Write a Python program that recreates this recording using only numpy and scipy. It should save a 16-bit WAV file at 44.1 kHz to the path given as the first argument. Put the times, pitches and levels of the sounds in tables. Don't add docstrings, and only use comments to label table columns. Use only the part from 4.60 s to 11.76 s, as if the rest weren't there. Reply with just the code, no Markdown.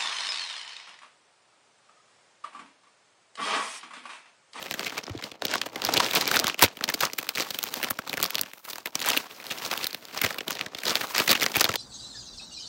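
import sys
import numpy as np
from scipy import signal
from scipy.fft import rfft, irfft
from scipy.io import wavfile
from scipy.ndimage import uniform_filter1d

SR = 44100
rng = np.random.default_rng(int(sys.argv[2]) if len(sys.argv) > 2 else 0)


def invert_db(x):
    u = np.asarray(x, float) / 20
    return 10 ** u


def to_wav(s):
    ch = np.atleast_2d(s).T
    pcm = np.round(np.clip(ch, -1, 1) * 32767)
    wavfile.write(sys.argv[1], SR, pcm.astype(np.int16))


N = 315932

# (time [s], rustle level [dB], panel wobble level [dB], finger rub hiss level [dB])
HANDLING = [(0.0, -44.5, -44, -47), (0.37, -41, -43, -50), (0.52, -53, -46.5, -72),
            (0.66, -43.5, -43.5, -55), (0.79, -65, -56.5, -79), (0.85, -44.5, -40.5, -61),
            (0.92, -32, -37.5, -53), (1.118, -54.5, -46.5, -60), (1.26, -34, -34, -43),
            (1.38, -31, -30, -49), (1.5, -36.5, -42.5, -40), (1.56, -26, -30.5, -31), (1.65, -37, -38, -51),
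            (1.76, -27.5, -31, -29), (1.82, -46, -38, -52), (1.88, -30, -34.5, -47),
            (1.971, -52.5, -56.5, -64.5), (2.04, -22.5, -32, -20), (2.1, -50.5, -51.5, -72),
            (2.15, -55.5, -54.5, -56), (2.27, -45.5, -38, -51), (2.349, -49.5, -47.5, -50),
            (2.429, -28, -34, -32), (2.49, -46.5, -50, -54), (2.55, -53, -50.5, -50), (2.74, -47, -52, -49),
            (2.79, -34, -38, -41), (2.89, -46.5, -51.5, -46), (3.23, -38, -39, -38.5),
            (3.37, -52.5, -52.5, -58.5), (3.62, -43.5, -42, -44), (3.7, -48, -55, -53),
            (3.79, -48, -47, -57), (4.01, -60, -66.5, -50.5), (4.1, -45, -49, -39), (4.19, -55.5, -60, -58),
            (4.33, -53.5, -50.5, -52), (4.48, -25.5, -37.5, -32.5), (4.69, -52, -56, -53.5),
            (5.05, -37, -41, -38.5), (5.27, -41.5, -47.5, -42.5), (5.41, -56, -55, -55.5),
            (5.65, -35, -41, -40.5), (5.84, -56, -50.5, -55), (5.909, -40, -40.5, -43),
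            (6.1, -53, -49, -70), (6.21, -47, -50.5, -49), (6.28, -30.5, -35.5, -37),
            (6.53, -40, -44.5, -37.5), (6.59, -26.5, -38, -42), (6.66, -45.5, -47, -37),
            (6.708, -26.5, -31, -38), (6.89, -42.5, -41.5, -41.5), (6.989, -27.5, -34, -29),
            (7.09, -44, -41.5, -56), (7.16, -39.5, -39.5, -41)]
TRAVEL_MS_AT_1K = 1.5


def rms_one(x):
    return x / np.sqrt(np.mean(x ** 2, axis=-1, keepdims=True) + 1e-20)


def band(x, low_hz, high_hz):
    sos = signal.butter(1, [low_hz, high_hz], "band", fs=SR, output="sos")
    return signal.sosfilt(sos, x)


def drift(rate_hz):
    r = np.exp(-2 * np.pi * rate_hz / SR)
    wander = signal.lfilter([1], [1, -2 * r, r * r], rng.standard_normal(N + SR))
    return rms_one(wander[SR:])


def resonance(hz, centre_hz, damping):
    return 1 / (1 + 1j * damping * (hz / centre_hz - centre_hz / hz))


def paper_gain(hz):
    # (frequency [Hz], level per Hz [dB])
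    paper = np.array([(24, -51), (40, -27), (71, -14.5), (245, 1), (300, -0.5), (449, 1), (4230, -3),
                      (9720, -9.5), (14900, -2), (16500, 1)])
    return invert_db(np.interp(np.log(hz + 1), np.log(paper[:, 0]), paper[:, 1]))


def travel(hz, ms_at_1k):
    return np.exp(-4j * np.pi * ms_at_1k / 1000 * np.sqrt(1000 * hz))


def loudest(bursts):
    power = uniform_filter1d(bursts ** 2, size=88, axis=1)
    return np.sqrt(power.max(axis=1)), power.argmax(axis=1)


def lay(bursts, times, level_db):
    out = np.zeros(N + bursts.shape[1])
    first = np.maximum(times * SR, 0).astype(int)
    at = first[:, None] + np.arange(bursts.shape[1])
    gain = invert_db(level_db) / loudest(bursts)[0]
    np.add.at(out, at, bursts * gain[:, None])
    return out[:N]


def snaps(size=4096, lead=512):
    # (time [s], level [dB], ringing [Hz], sizzle above 8 kHz
    # re level [dB], panel thud re level [dB], length [ms])
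    crease_rows = [(0.2686, -21.5, 2310, -13, -13.5, 17), (0.8538, -16, 3640, -1, -7.5, 4.5),
                   (0.9391, -17, 1520, -12, -12, 3.1), (0.9565, -17, 1100, -10, -8, 3.7),
                   (1.0638, -26.5, 910, -10, -1, 9.9), (1.2504, -15.5, 4930, -1, -22, 4.2),
                   (1.34, -12.5, 5260, -4, -10.5, 5.3), (1.37, -14, 3350, -11, -6, 5.2),
                   (1.3768, -11, 4140, -10, -9, 4.1), (1.4032, -10, 996, -21, -21, 7.3),
                   (1.5345, -31, 4140, 8, -22, 1.6), (1.5522, -21.5, 4140, 11.5, -18, 2.5),
                   (1.5632, -16, 3890, -6, -14, 4), (1.6114, -16, 4500, -6, -32, 7.7),
                   (1.6779, -16.5, 6150, 4, -20, 1.5), (1.7153, -13.5, 1410, -6, -23, 4.3),
                   (1.7608, -15.5, 3570, 0.5, -7, 2.2), (1.7687, -9.5, 1370, -26, -21, 2.1),
                   (1.7925, -13.5, 5440, -14, -13, 1.8), (1.799, -14.5, 4400, 0, -10, 4.1),
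                   (1.844, -16, 1180, -8, -8, 4.1), (1.87, -14, 5220, -8, -39, 2.3),
                   (1.8817, -21, 1440, 1, -23, 4.7), (1.945, -22.5, 2570, -18, -8.5, 1.1),
                   (1.9935, -18.5, 2900, 0, -41, 2.1), (2.0157, -17, 1880, -4, -14, 4.3),
                   (2.03, -4.5, 850, -2, -8.5, 7.2), (2.0384, -6.5, 3800, -3, -4, 4.7),
                   (2.2105, -22.5, 1240, -30, -5.5, 3.6), (2.241, -13, 4650, -7, -15, 3.8),
                   (2.2905, -15.5, 850, -21, -15.5, 4.7), (2.301, -21, 1670, -5, -14, 6.4),
                   (2.3425, -17, 4770, -1, -9.5, 7), (2.4073, -18.5, 4900, 6, -11, 4.8),
                   (2.426, -21, 4600, -16, -10, 4.8), (2.4423, -21.5, 1370, -12, -12, 5.9),
                   (2.4527, -17, 5800, -5, -19, 6.4), (2.5876, -18, 2420, 2.5, -15.5, 9.5),
                   (2.6918, -16.5, 4320, -3, -26, 2.7), (2.7828, -19, 2440, -9, -12, 1.1),
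                   (2.7994, -19, 2300, -5, -4.5, 2.4), (2.9892, -21, 3570, 3, -17, 3.3),
                   (3.1412, -21.5, 4170, 2, -27, 1.7), (3.3097, -19, 1220, 5, -8, 7.4),
                   (3.6291, -15.5, 5230, 12, -11, 0.8), (3.642, -17, 4900, 0, -16, 2.8),
                   (3.7063, -23, 2950, 3.5, -28, 2.9), (3.7547, -14, 4170, -8, -20, 2.6),
                   (3.7828, -19, 4630, -6, -30, 3.6), (3.794, -21, 4100, -4, -10.5, 3.6),
                   (3.8133, -20, 5200, 8, -14, 1.5), (4.3552, -14.5, 6000, -10, -15.5, 2.1),
                   (4.4625, -24, 1970, 6, -4, 1.8), (4.4764, -22, 1880, -4, -25, 5.2),
                   (4.4881, -17.5, 1370, 7, -12, 3.7), (4.5029, -14.5, 1820, -2, -13, 2.6),
                   (4.568, -16.5, 2876, -6, -7.5, 5.2), (4.575, -11.5, 2720, -6, -20, 5.1),
                   (4.913, -22, 3020, -11, -10.5, 13), (5.2313, -27, 3040, -20, -13, 3.2),
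                   (5.2439, -17.5, 3970, -7, -16, 4.1), (5.2692, -19, 4200, 1, -30, 3.7),
                   (5.6179, -15.5, 2200, 2.5, -15, 5.5), (5.6404, -17, 2090, -3, -8.5, 11),
                   (5.6484, -15, 2000, -7, -12, 2.7), (5.6643, -19, 1820, -11, -7.5, 4.8),
                   (5.8074, -24, 2630, -40, -5, 3.3), (5.908, -20, 1850, -3, -26, 3),
                   (5.9932, -24.5, 2200, -24, -34, 2.1), (6.0119, -16.5, 2440, -20, -12.5, 3.6),
                   (6.2671, -19, 3920, -24, -13, 8.3), (6.307, -17.5, 4400, -21, -22, 2.4),
                   (6.3556, -9.5, 3650, -10.5, -15, 1.8), (6.4118, -20.5, 1780, -7, -7.5, 7.9),
                   (6.5493, -18.5, 1440, -29, -16, 4.3), (6.5622, -22, 1980, -7, -11, 9),
                   (6.5815, -11.5, 4430, -5, -19, 1.6), (6.5903, -18, 2320, -2, -8, 4.1),
                   (6.6007, -12.5, 2740, -7, -6, 6.2), (6.6786, -14.5, 2200, -2, -13, 5.5),
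                   (6.6942, -11, 4100, -8, -10, 10), (6.7056, -10, 4350, -6, -10, 6.4),
                   (6.717, -12, 2420, 2, -8, 6.2), (6.7309, -17, 2090, -1, -14, 6.5),
                   (6.8252, -14.5, 1870, -12, -7, 3.6), (6.8322, -14, 5300, -4, -21, 5.7),
                   (6.864, -12, 2200, -18, -9.5, 2.6), (6.9679, -15.5, 2597, 6.5, -3, 5),
                   (7.01, -8.5, 4900, -4, -13, 3.8), (7.0153, -13, 1430, -4, -8, 4.6),
                   (7.044, -9, 4350, -3, -12.5, 2), (7.0938, -17, 1290, -17, -4, 6.5)]
    more_crease_rows = [
        (1.0159, -16, 3250, -13, -26, 2.4),
        (3.0305, -22, 3720, -4, -19, 1.9),
        (3.0393, -20, 7000, 4, -14, 1.4),
    ]
    creases = np.vstack([crease_rows, more_crease_rows, small_creases()])
    s, level_db, ring_hz, sizzle_db, thud_db, length_ms = creases.T[:, :, None]
    t, hz = (np.arange(size) - lead) / SR, np.fft.rfftfreq(size, 1 / SR) + 1

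    uneven = invert_db(4.6 * rng.standard_normal((len(s), size // 16)).repeat(16, axis=1))
    stage = t * 1000 / np.clip(length_ms, .6, 25)
    burst = invert_db(np.where(t < 0, -40, -14.0) * stage ** 2)
    murmur = invert_db(-16.5 - 60 * t / 0.055) * (t > 0) * (t < .07)
    needle = 4.5 * np.exp(-np.abs(t) / .00015)
    slips = rng.standard_normal((len(s), size)) * (uneven * (burst + murmur) + needle)

    push = rfft(slips) * paper_gain(hz) * travel(hz, TRAVEL_MS_AT_1K)
    ringing = resonance(hz, ring_hz, damping=2.8) + invert_db(-10)
    crack = irfft(push * ringing / (1 + (hz / 8500) ** 6) / (1 + (800 / hz) ** 4))
    sizzle = irfft(push / (1 + (8000 / hz) ** 6))
    thud = irfft(push * travel(hz, 1.232) / (1 + (hz / 800) ** 4))

    start = s[:, 0] - loudest(crack)[1] / SR
    level_db = level_db[:, 0]
    return (lay(crack, start, level_db - 3.0)
            + lay(sizzle, start, level_db + sizzle_db[:, 0] - 1.0)
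            + lay(thud, start, level_db + thud_db[:, 0] - 4))


def small_creases():
    # (time [s], level [dB], ringing [Hz])
    ticks = [(0.0278, -28.5, 3380), (0.112, -19.5, 2290), (0.1418, -23, 1690), (0.1948, -20, 2880),
             (0.3809, -22, 2440), (0.3897, -25, 2330), (0.4982, -33, 2240), (0.577, -34, 3900),
             (0.6256, -30.5, 3180), (0.6412, -24.5, 4430), (0.717, -31.5, 3140), (0.8219, -20, 870),
             (0.8833, -25, 3900), (0.9481, -30, 3920), (1.16, -24, 2050), (1.2202, -20.5, 3530),
             (1.2404, -26, 4640), (1.2703, -22, 3350), (1.4642, -19.5, 2080), (1.5119, -18.5, 3780),
             (1.57, -21, 3720), (1.7451, -18, 1880), (1.862, -26, 3350), (1.89, -23, 4400),
             (1.899, -17.5, 2110), (2.0096, -24, 2460), (2.055, -28, 1980), (2.062, -24, 3180),
             (2.1719, -31, 3200), (2.2804, -27.5, 2440), (2.535, -24, 6050), (2.63, -28.5, 1000),
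             (2.6696, -32, 1390), (2.753, -24.5, 4140), (2.7575, -23, 4140), (2.7744, -20, 2080),
             (2.8232, -26, 2200), (2.9066, -22.5, 4140), (2.9465, -25, 3350), (3.0573, -37, 2030),
             (3.0795, -39, 4020), (3.2304, -19.5, 1980), (3.2383, -19, 2100), (3.2454, -19, 3020),
             (3.2872, -27, 2090), (3.3906, -19.5, 1360), (3.477, -28.5, 1050), (3.497, -22, 3780),
             (3.5312, -20.5, 2400), (3.54, -22.5, 2290), (3.5735, -24, 1110), (3.5788, -21.5, 1670),
             (3.6017, -22.5, 1120), (3.6142, -28, 3720), (3.6346, -18, 1300), (3.6537, -22, 1110),
             (3.6613, -22.5, 5250), (3.7473, -23, 1110), (3.8351, -28, 1980), (3.9356, -32, 2210),
             (4.1332, -26.5, 3940), (4.1584, -29, 1230), (4.1837, -28.5, 880), (4.259, -21, 2070),
             (4.273, -27.5, 3680), (4.3933, -27, 4360), (4.403, -25.5, 5980), (4.4173, -22, 2580),
             (4.4488, -23, 1440), (4.868, -28.5, 3920), (5.0504, -24.5, 4360), (5.1142, -23, 4140),
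             (5.1385, -23, 2580), (5.1769, -22, 3720), (5.3304, -28, 4600), (5.3472, -21, 4460),
             (5.5487, -30, 1230), (5.5763, -24, 5140), (5.7078, -22, 1520), (5.7453, -29, 1880),
             (5.786, -23.5, 2540), (5.882, -20, 2940), (5.9534, -28, 3770), (6.0635, -27, 1700),
             (6.149, -24, 3350), (6.1886, -29, 4140), (6.2356, -23.5, 2200), (6.255, -20, 4770),
             (6.2819, -16.5, 4100), (6.5727, -24, 1690), (6.752, -25, 1610), (6.777, -26, 1690),
             (6.8117, -20, 4600), (6.8188, -18, 2200), (6.8411, -17, 1690), (7.0518, -17.5, 3180),
             (7.1179, -26, 2320), (7.141, -20.5, 1760), (7.1583, -16, 4100)]
    s, level_db, ring_hz = np.transpose(ticks)
    at, rustle_db, wobble_db, rub_db = np.transpose(HANDLING)
    sizzle_db = np.interp(s, at, rub_db - rustle_db) - 3.5
    thud_db = np.interp(s, at, wobble_db - rustle_db) - 9
    length_ms = rng.uniform(1.8, 5.2, len(s))
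    return np.transpose([s, level_db, ring_hz, sizzle_db, thud_db, length_ms])


def thumps(size=8192):
    # (time [s], level [dB], panel pitch [Hz])
    panel_flips = [(0.503, -22.5, 102), (1.269, -35, 100), (1.369, -36, 100), (1.769, -43, 100),
                   (2.035, -18, 99), (3.305, -37, 106), (5.637, -24, 100), (6.962, -29, 103),
                   (7.088, -27, 96.5), (0.481, -23.5, 367), (0.497, -24, 296), (0.55, -20, 323),
                   (0.558, -28, 111)]
    s, level_db, panel_hz = np.transpose(panel_flips)[:, :, None]
    t, hz = np.arange(size) / SR, np.fft.rfftfreq(size, 1 / SR) + 1
    fade = invert_db(-60 * t * panel_hz / 1.3) * (t < .05)
    push = rng.standard_normal((len(s), size)) * fade
    panel = resonance(hz, panel_hz, damping=2.0) ** 2
    flip = irfft(rfft(push) * panel * travel(hz, 1.67))
    return lay(flip, s[:, 0] - .003, level_db[:, 0] - 9.0)


def rustle():
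    s, *levels = np.transpose(HANDLING)
    t = np.arange(N) / SR
    rustle_db, wobble_db, rub_db = [np.interp(t, s, level) for level in levels]
    hz = np.fft.rfftfreq(N, 1 / SR) + 1

    sliding = .55 * rng.standard_normal(N) * invert_db(4 * drift(20))
    sheet = rfft(sliding)
    for crease_hz in (1100, 2400, 5200):
        crinkle = grains(per_s=110, spread_db=4.0, clump_db=6.0, t60=11.7 / crease_hz + 0.002)
        sheet = sheet + rfft(crinkle) * (invert_db(-10.5) + resonance(hz, crease_hz, damping=1.66))
    sheet = sheet * paper_gain(hz) * travel(hz, TRAVEL_MS_AT_1K)

    low = 1 / (1 + (hz / 850) ** 4)
    high = 1 / (1 + (7800 / hz) ** 6)
    return (invert_db(rustle_db + 1.5) * rms_one(irfft(sheet * (1 - low - high), N))
            + invert_db(wobble_db - 1.5) * rms_one(irfft(sheet * low, N))
            + invert_db(rub_db - 1.0) * rms_one(irfft(sheet * high, N)))


def grains(per_s, spread_db, clump_db, t60):
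    born = rng.random(N) < per_s * invert_db(clump_db * drift(25)) / SR
    sizes = invert_db(spread_db * np.minimum(rng.exponential(1, N), 4))
    r = invert_db(-60 / (t60 * SR))
    fade = signal.lfilter([1], [1, -2 * r, r * r], born * sizes + 1e-9)
    return rms_one(fade * rng.standard_normal(N))


def room(x):
    t60_s, level_db = 0.043, -27
    t = np.arange(SR // 4) / SR
    fade = invert_db(-60 * t / t60_s) * (t > .004)
    tail = band(rng.standard_normal(len(t)), 225, 4000) * fade
    return invert_db(level_db) * signal.fftconvolve(x, tail / np.sqrt(np.sum(tail ** 2)))[:N]


def microphone_hiss():
    return invert_db(-91) * rms_one(band(rng.standard_normal(N), 200, .45 * SR))


def scene():
    bag = snaps() + thumps() + rustle()
    return (bag + room(bag) + microphone_hiss())[None]


def low_pass(x):
    return signal.sosfilt(signal.butter(12, 16980, fs=SR, output="sos"), x)


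def record(dry):
    cutoff_hz = 16000
    rounded = .95 * np.tanh(dry / .95)
    first_cut = signal.cheby2(16, 30, cutoff_hz + 50, fs=SR, output="sos")
    second_cut = signal.cheby2(14, 45, cutoff_hz + 1050, fs=SR, output="sos")
    mix = signal.sosfilt(second_cut, signal.sosfilt(first_cut, rounded))
    return low_pass(mix)


dry = scene()
out = record(dry)
to_wav(out)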